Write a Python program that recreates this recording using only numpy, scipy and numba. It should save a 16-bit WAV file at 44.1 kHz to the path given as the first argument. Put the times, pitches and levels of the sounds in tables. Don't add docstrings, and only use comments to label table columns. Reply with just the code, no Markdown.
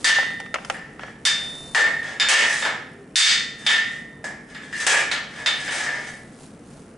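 import sys
import numpy as np
from scipy import signal
from scipy.fft import rfft, irfft
from scipy.io import wavfile
from scipy.ndimage import uniform_filter1d, minimum_filter1d
from numba import njit

SR = 44100
rng = np.random.default_rng(int(sys.argv[2]) if len(sys.argv) > 2 else 0)


def wav_record(signal):
    frames = np.transpose(np.atleast_2d(signal))
    bounded = np.clip(frames, -1, 1)
    quanta = np.round(bounded * 32767).astype(np.int16)
    wavfile.write(sys.argv[1], SR, quanta)


N = 307576
TIME = np.arange(N) / SR
AGE = TIME[:int(1.5 * SR)]

# (frequency [Hz], relative density [dB])
RUSH_SPECTRUM = [(15, -34), (25, -17), (138, -1.5), (182, 1.5), (241, 3), (401, -7), (444, -2), (588, -12),
                 (651, -10), (930, -19), (1330, -17), (3080, -28.5), (4290, -68), (9200, -51), (11000, -43),
                 (14300, -68), (22000, -120)]
RUSH_DB = -44.5
# (frequency [Hz], rms level [dB])
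FAN_TONES = [(50, -65.5), (143, -57), (233, -52.5)]
# (frequency [Hz], time to fall 60 dB [s])
ROOM_T60 = [(200, 0.91), (1000, 0.57), (2000, 0.58), (5000, 0.48), (11000, 0.27)]

# (start [s], length [s], level [dB])
BRUSHES = [(0.0, 0.12, -42.5), (0.725, 0.022, -44.5), (1.404, 0.24, -43.5), (6.09, 0.082, -49),
           (6.41, 0.049, -49.5), (6.7, 0.081, -54)]
# (frequency [Hz], relative density [dB])
CLOTH_SPECTRUM = [(600, 11.5), (2000, -1), (4000, 1), (7000, 1.5), (9500, 3.5), (11000, -2.5)]
BRUSH_RISE_S, BRUSH_FALL_SHARE = 0.045, 1
CLOTH_FLOOR_DB = -60

# (start [s], length [s], level before treble shelf [dB], treble shelf [dB])
SLIDES = [(0.0, 0.035, -54, -9), (1.0, 0.07, -40.5, -22), (2.045, 0.066, -28.5, -12),
          (2.352, 0.053, -20, -1), (2.467, 0.13, -35, 14.5), (3.62, 0.13, -36, 7.5),
          (3.786, 0.19, -42.5, 6), (4.495, 0.19, -42.5, -0.5), (4.782, 0.023, -27, 10),
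          (4.935, 0.047, -33, 17), (5.272, 0.24, -37.5, -5), (5.58, 0.2, -33, 6.5),
          (5.734, 0.1, -32.5, 4.5), (5.874, 0.096, -29, -17), (6.002, 0.055, -34.5, 4.5)]
SLIDE_RISE_S, SLIDE_FALL_S = 0.029, 0.022
# (frequency [Hz], relative density [dB])
UPRIGHT_SPECTRUM = [(100, -47), (350, -12), (700, -5), (1050, -6.5), (1450, -0.5), (1900, 3), (2500, -3),
                    (3300, -0.5), (4050, -8), (4900, -4.5), (5800, -6.5), (8000, -7.5), (9600, -12),
                    (11000, -21)]
# (frequency [Hz], relative level [dB], time to fall 60 dB [s])
PEG_MODES = [(1784, -2, .25), (1792, 0, .3), (1820, -3, .8), (1855, -7, .3), (1928, -10, .2),
             (1981, -8, .7), (2799, -16, .15), (3698, -22, .4), (4296, -19, .1), (4910, -20, .1),
             (6530, -25, .15)]
# (frequency [Hz], relative level [dB], time to fall 60 dB [s])
SEATED_MODES = [(1660, -10, .12), (1702, 0, .3), (1770, -8, .15), (1860, -12, .4), (1940, -13, .3),
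                (2041, -9, .45), (2185, -12, .45), (2368, -11, .2), (4942, -19, .15), (5017, -22, .15),
                (5440, -27, 1.1), (7467, -20, .15), (8677, -25, .15), (10347, -29, .15)]
# (frequency [Hz], relative level [dB], time to fall 60 dB [s])
CHIME_MODES = [(1389, -23, .4), (2713, -14, .15), (3601, 0, .3), (3704, -8, .15), (3790, -10, .12),
               (4261, -11, .1), (4820, -10, .1), (4950, -9, .12), (7005, -13, .15), (10610, -26, .1)]
# (frequency [Hz], relative level [dB], time to fall 60 dB [s])
FREE_NOTE = [(3601, 0, 1.25)]

# (time [s], level [dB], bass shelf [dB], treble shelf [dB], contact resonance [Hz],
#  peg ring [dB], seated-peg ring [dB], chime [dB])
BLOWS = [(0.044, -16.5, -7, 3, 4650, 3, -37, -16), (0.097, -21.5, -8, -3.5, 3000, 6, -24, -24),
         (0.742, -40, 5, -30, 1740, 2.5, -3.5, -36), (1.252, -19.5, -11.5, 3, 4830, -10.5, -16, -31),
         (1.748, -20, 2.5, -0.5, 900, 6.5, 0.5, -22), (1.776, -21, 8.5, -3, 1960, -2.5, -4.5, -10.5),
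         (2.199, -21.5, -9.5, -12, 5100, -17, -3, 2), (2.286, -6.5, -0.5, 4.5, 2720, -3.5, -9, -24),
         (2.624, -28.5, 2.5, -10, 1280, -13, -9, -3.5), (2.651, -24.5, 7, -9.5, 1592, -15.5, -8, -14),
         (3.157, -1, -21, 5.5, 4570, -18, -36, -3.5), (3.665, -16.5, -10, -6.5, 3330, -7, -8.5, -1.5),
         (3.714, -24, -54, -11, 1780, 4, -14, -8), (4.242, -36.5, 20, 10, 1930, -6.5, 3.5, -26),
         (4.548, -40, -6, -21, 1700, -26, -0.5, -11), (4.728, -43.5, -15, -7, 1900, 13, 8, -32),
         (4.866, -15.5, 6, 10, 2670, -16, 1.5, -34), (4.933, -22.5, 4.5, -20, 2550, -18, 2.5, -28),
         (5.114, -24.5, -4, -8, 4070, -10, -15, -19), (5.461, -21, -8.5, -9, 3780, -14, -13, -2.5),
         (5.679, -32, 2, -34, 2940, -4, -8, -11), (5.864, -35, 11, -6, 1790, 3.5, 7.5, -22)]
# (time [s], level [dB])
FREE_RINGS = [(0.044, -31), (1.252, -19)]
CONTACT_LIFT_DB = 6.5
HELD_NOTE_DB = -22

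# (time [s], level [dB], treble shelf [dB])
TAPS = [(0.185, -15, 1), (0.229, -23.5, -22), (0.304, -30.5, -16), (0.401, -26.5, 12), (0.461, -34, -2),
        (0.542, -14.5, 7.5), (0.557, -18.5, -19), (0.585, -31, -16), (0.648, -28.5, 17), (0.699, -14, 5.5),
        (0.787, -34.5, -32), (0.994, -29, -8), (1.034, -27, -8), (1.081, -33.5, -18)]
# (frequency [Hz], relative density [dB])
CASE_SPECTRUM = [(150, -34), (350, -9), (550, 4), (900, 4), (1400, 0.5), (1900, 4.5), (2400, 1),
                 (3000, -0.5), (3900, -13.5), (5200, -11), (8000, -22.5), (11000, -31)]
# (frequency [Hz], bandwidth [Hz], relative level [dB])
CASE_MODES = [(533, 10.4, 0), (780, 23, -2), (1347, 58, -0.5)]


def undb(db):
    return 10 ** (np.asarray(db) / 20)


def unit(x):
    return x / np.sqrt(np.mean(x ** 2))


def burst(x, seconds):
    return x * np.sqrt(2 * seconds * SR / np.sum(x ** 2))


def add(out, start, x):
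    i = int(start * SR)
    out[:, i:i + x.shape[1]] += x[:, :N - i]


def at_hz(points, hz):
    f, value = np.transpose(points)
    return np.interp(np.log(hz + 1), np.log(f), value)


def colour(x, points, bass_db=0, treble_db=0, bass_hz=1150, treble_hz=4800):
    size = 4096
    hz = np.arange(size // 2 + 1) * SR / size
    bass = bass_db / (1 + (hz / bass_hz) ** 4)
    treble = treble_db * (1 - 1 / (1 + (hz / treble_hz) ** 4))
    cepstrum = irfft(np.log(undb(at_hz(points, hz) + bass + treble)))
    cepstrum[1:size // 2] *= 2
    cepstrum[size // 2 + 1:] = 0
    impulse = irfft(np.exp(rfft(cepstrum)))
    return signal.oaconvolve(x, impulse[None], axes=1)[:, :x.shape[1]]


def high_pass(x, hz):
    return signal.sosfilt(signal.butter(2, hz, "high", fs=SR, output="sos"), x)


def fade(t60):
    return np.exp(-np.log(1000) * AGE / t60)


def stroke(start, length, rise_s, fall_s):
    before = np.minimum(TIME - start, 0)
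    after = np.maximum(TIME - start - length, 0)
    return np.exp(before / rise_s - after / fall_s)


def noise(size):
    return rng.standard_normal((2, size))


def spread(pair, side_db=-9):
    return pair[0] + undb(side_db) * pair[1] * np.array([[1], [-1]])


def room_hum(hiss_db=-6):
    mid, side = colour(noise(N), RUSH_SPECTRUM, treble_db=hiss_db)
    side = colour(side[None], [(100, -21.0), (300, -26.0), (600, -5)])[0]
    hum = undb(RUSH_DB) * unit(spread((mid, side), side_db=-4))
    wavers = noise(N).cumsum(axis=1) * 0.0109
    return hum + sum(undb(db) * np.sqrt(2) * np.sin(2 * np.pi * hz * TIME + waver)
                     for (hz, db), waver in zip(FAN_TONES, wavers))


def rustle(grain_db=3):
    grain_samples = 64
    grain_gains = undb(grain_db * rng.standard_normal(N // grain_samples + 1))
    grains = np.repeat(grain_gains, grain_samples)[:N]
    motion = undb(CLOTH_FLOOR_DB)
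    for start, length, db in BRUSHES:
        motion = motion + undb(db) * stroke(start, length, BRUSH_RISE_S, BRUSH_FALL_SHARE * length)
    return unit(colour(spread(noise(N)) * grains, CLOTH_SPECTRUM)) * motion


def die_away(x):
    hz = np.arange(len(AGE) // 2 + 1) * SR / len(AGE)
    centres, t60s = np.transpose(ROOM_T60)
    spectrum = rfft(x)
    out = 0
    for share, t60 in zip(np.eye(len(t60s)), t60s):
        band = irfft(spectrum * at_hz(np.c_[centres, share], hz))
        out = out + band * fade(t60)
    return out


def ringing(modes, direct):
    room = burst(die_away(spread(noise(len(AGE)))), 1 / SR)
    room[:, 0] += direct
    sizes = undb(np.array(modes)[:, 1])
    sizes = sizes / np.linalg.norm(sizes)
    rings = []
    for (hz, _, t60), size in zip(modes, sizes):
        tone = np.sin(2 * np.pi * hz * AGE) * fade(t60)
        ring = signal.fftconvolve(room, tone[None], axes=1)[:, :len(AGE)]
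        rings.append(burst(ring, 0.064) * size)
    return np.array(rings)


def clang(wall_modes, wash_db=-6, crack_db=-1, crack_t60=0.017):
    phases = np.exp(2j * np.pi * rng.random((2, len(wall_modes))))
    lines = unit(irfft(wall_modes * phases))
    wash = undb(wash_db) * noise(len(AGE))
    crack = undb(crack_db) * fade(crack_t60) * spread(noise(len(AGE)), side_db=-33.0)
    return die_away(spread(lines + wash)) + crack


def scrape(wall_modes, rings, slips_per_s=450, peg_db=-8, seated_db=0, chime_db=-16,
           uneven_db=5, judder_db=4.0, judder_per_s=45):
    slips = (rng.random(N) < slips_per_s / SR) * rng.choice([-1, 1], N)
    slips = slips * undb(uneven_db * rng.standard_normal(N))
    judder = rng.standard_normal(N)[(TIME * judder_per_s).astype(int)]
    slips = unit(slips * undb(judder_db * judder))
    edge = signal.sosfilt(signal.butter(1, 5000, "high", fs=SR, output="sos"), slips)
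    force = np.zeros(N)
    for start, length, db, treble_db in SLIDES:
        push = undb(db) * stroke(start, length, SLIDE_RISE_S, SLIDE_FALL_S)
        force += push * (slips + edge * (undb(treble_db) - 1))
    walls = clang(wall_modes, wash_db=-5, crack_db=-30)
    body = burst(colour(walls, UPRIGHT_SPECTRUM, bass_db=8.5, treble_db=1.5), 0.059)
    for modes, share_db in zip(rings, (peg_db, seated_db, chime_db)):
        body = body + undb(share_db) * modes.sum(axis=0)
    return signal.fftconvolve(force[None], burst(body, 1 / SR), axes=1)[:, :N]


def blows(wall_modes, rings, scatter_db=2.5, contact_q=7):
    out = np.zeros((2, N))
    for start, db, bass_db, treble_db, contact_hz, peg_db, seated_db, chime_db in BLOWS:
        hit = colour(clang(wall_modes), UPRIGHT_SPECTRUM, bass_db, treble_db)
        contact = signal.lfilter(*signal.iirpeak(contact_hz, contact_q, fs=SR), hit)
        hit = burst(hit + (undb(CONTACT_LIFT_DB) - 1) * contact, 0.1)
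        for modes, share_db in zip(rings, (peg_db, seated_db, chime_db, chime_db + HELD_NOTE_DB)):
            weights = undb(share_db + scatter_db * rng.standard_normal(len(modes)))
            hit = hit + np.tensordot(weights, modes, 1)
        add(out, start, undb(db) * hit)
    for start, db in FREE_RINGS:
        add(out, start, undb(db) * rings[-1].sum(axis=0))
    return out


def taps(case_t60=0.03, room_db=-25, room_t60=0.87, knock_db=8):
    out = np.zeros((2, N))
    for start, db, treble_db in TAPS:
        decay = fade(case_t60) + undb(room_db) * fade(room_t60)
        click = spread(noise(len(AGE)), side_db=-7) * decay
        knock = sum(undb(mode_db) * signal.lfilter(*signal.iirpeak(hz, hz / width, fs=SR), click)
                    for hz, width, mode_db in CASE_MODES)
        tap = colour(click + undb(knock_db) * knock, CASE_SPECTRUM, treble_db=treble_db)
        add(out, start, undb(db) * burst(tap, 0.0032))
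    return out


def groan(start=2.91, length=0.18, hz=375, bend_hz=28, db=-44):
    arch = np.sin(np.pi * np.clip((TIME - start) / length, 0, 1))
    phase = 2 * np.pi * np.cumsum(hz + bend_hz * arch) / SR
    return undb(db) * arch * np.sin(phase)


def scene(modes_per_hz=.055, mode_scatter_db=2.4, rings_low_cut_hz=1000):
    size = len(AGE) // 2 + 1
    present = rng.random(size) < modes_per_hz * SR / len(AGE)
    wall_modes = present * undb(mode_scatter_db * rng.standard_normal(size))
    rings = [ringing(PEG_MODES, direct=0.32), ringing(SEATED_MODES, direct=0.54),
             ringing(CHIME_MODES, direct=1.54), ringing(FREE_NOTE, direct=3.8)]
    rings = [high_pass(modes, rings_low_cut_hz) for modes in rings]
    steel = scrape(wall_modes, rings) + blows(wall_modes, rings)
    return room_hum() + rustle() + steel + taps() + groan()


@njit
def follow(x, release):
    out, level = np.empty(len(x)), 0.
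    for i in range(len(x)):
        level = max(x[i], level * release)
        out[i] = level
    return out


def record(dry, ceiling_db=-14.5, release_s=0.04):
    power = uniform_filter1d(np.mean(dry ** 2, axis=0), size=100)
    envelope = follow(np.sqrt(np.abs(power)), np.exp(-1 / (release_s * SR)))
    gain = 1 / np.maximum(1, envelope / undb(ceiling_db))
    gain = uniform_filter1d(minimum_filter1d(gain, size=100), size=100)
    top_cut = signal.ellip(10, .2, 70, 11050, fs=SR, output="sos")
    return signal.sosfilt(top_cut, dry * gain)


dry = scene()
out = record(dry)
wav_record(out)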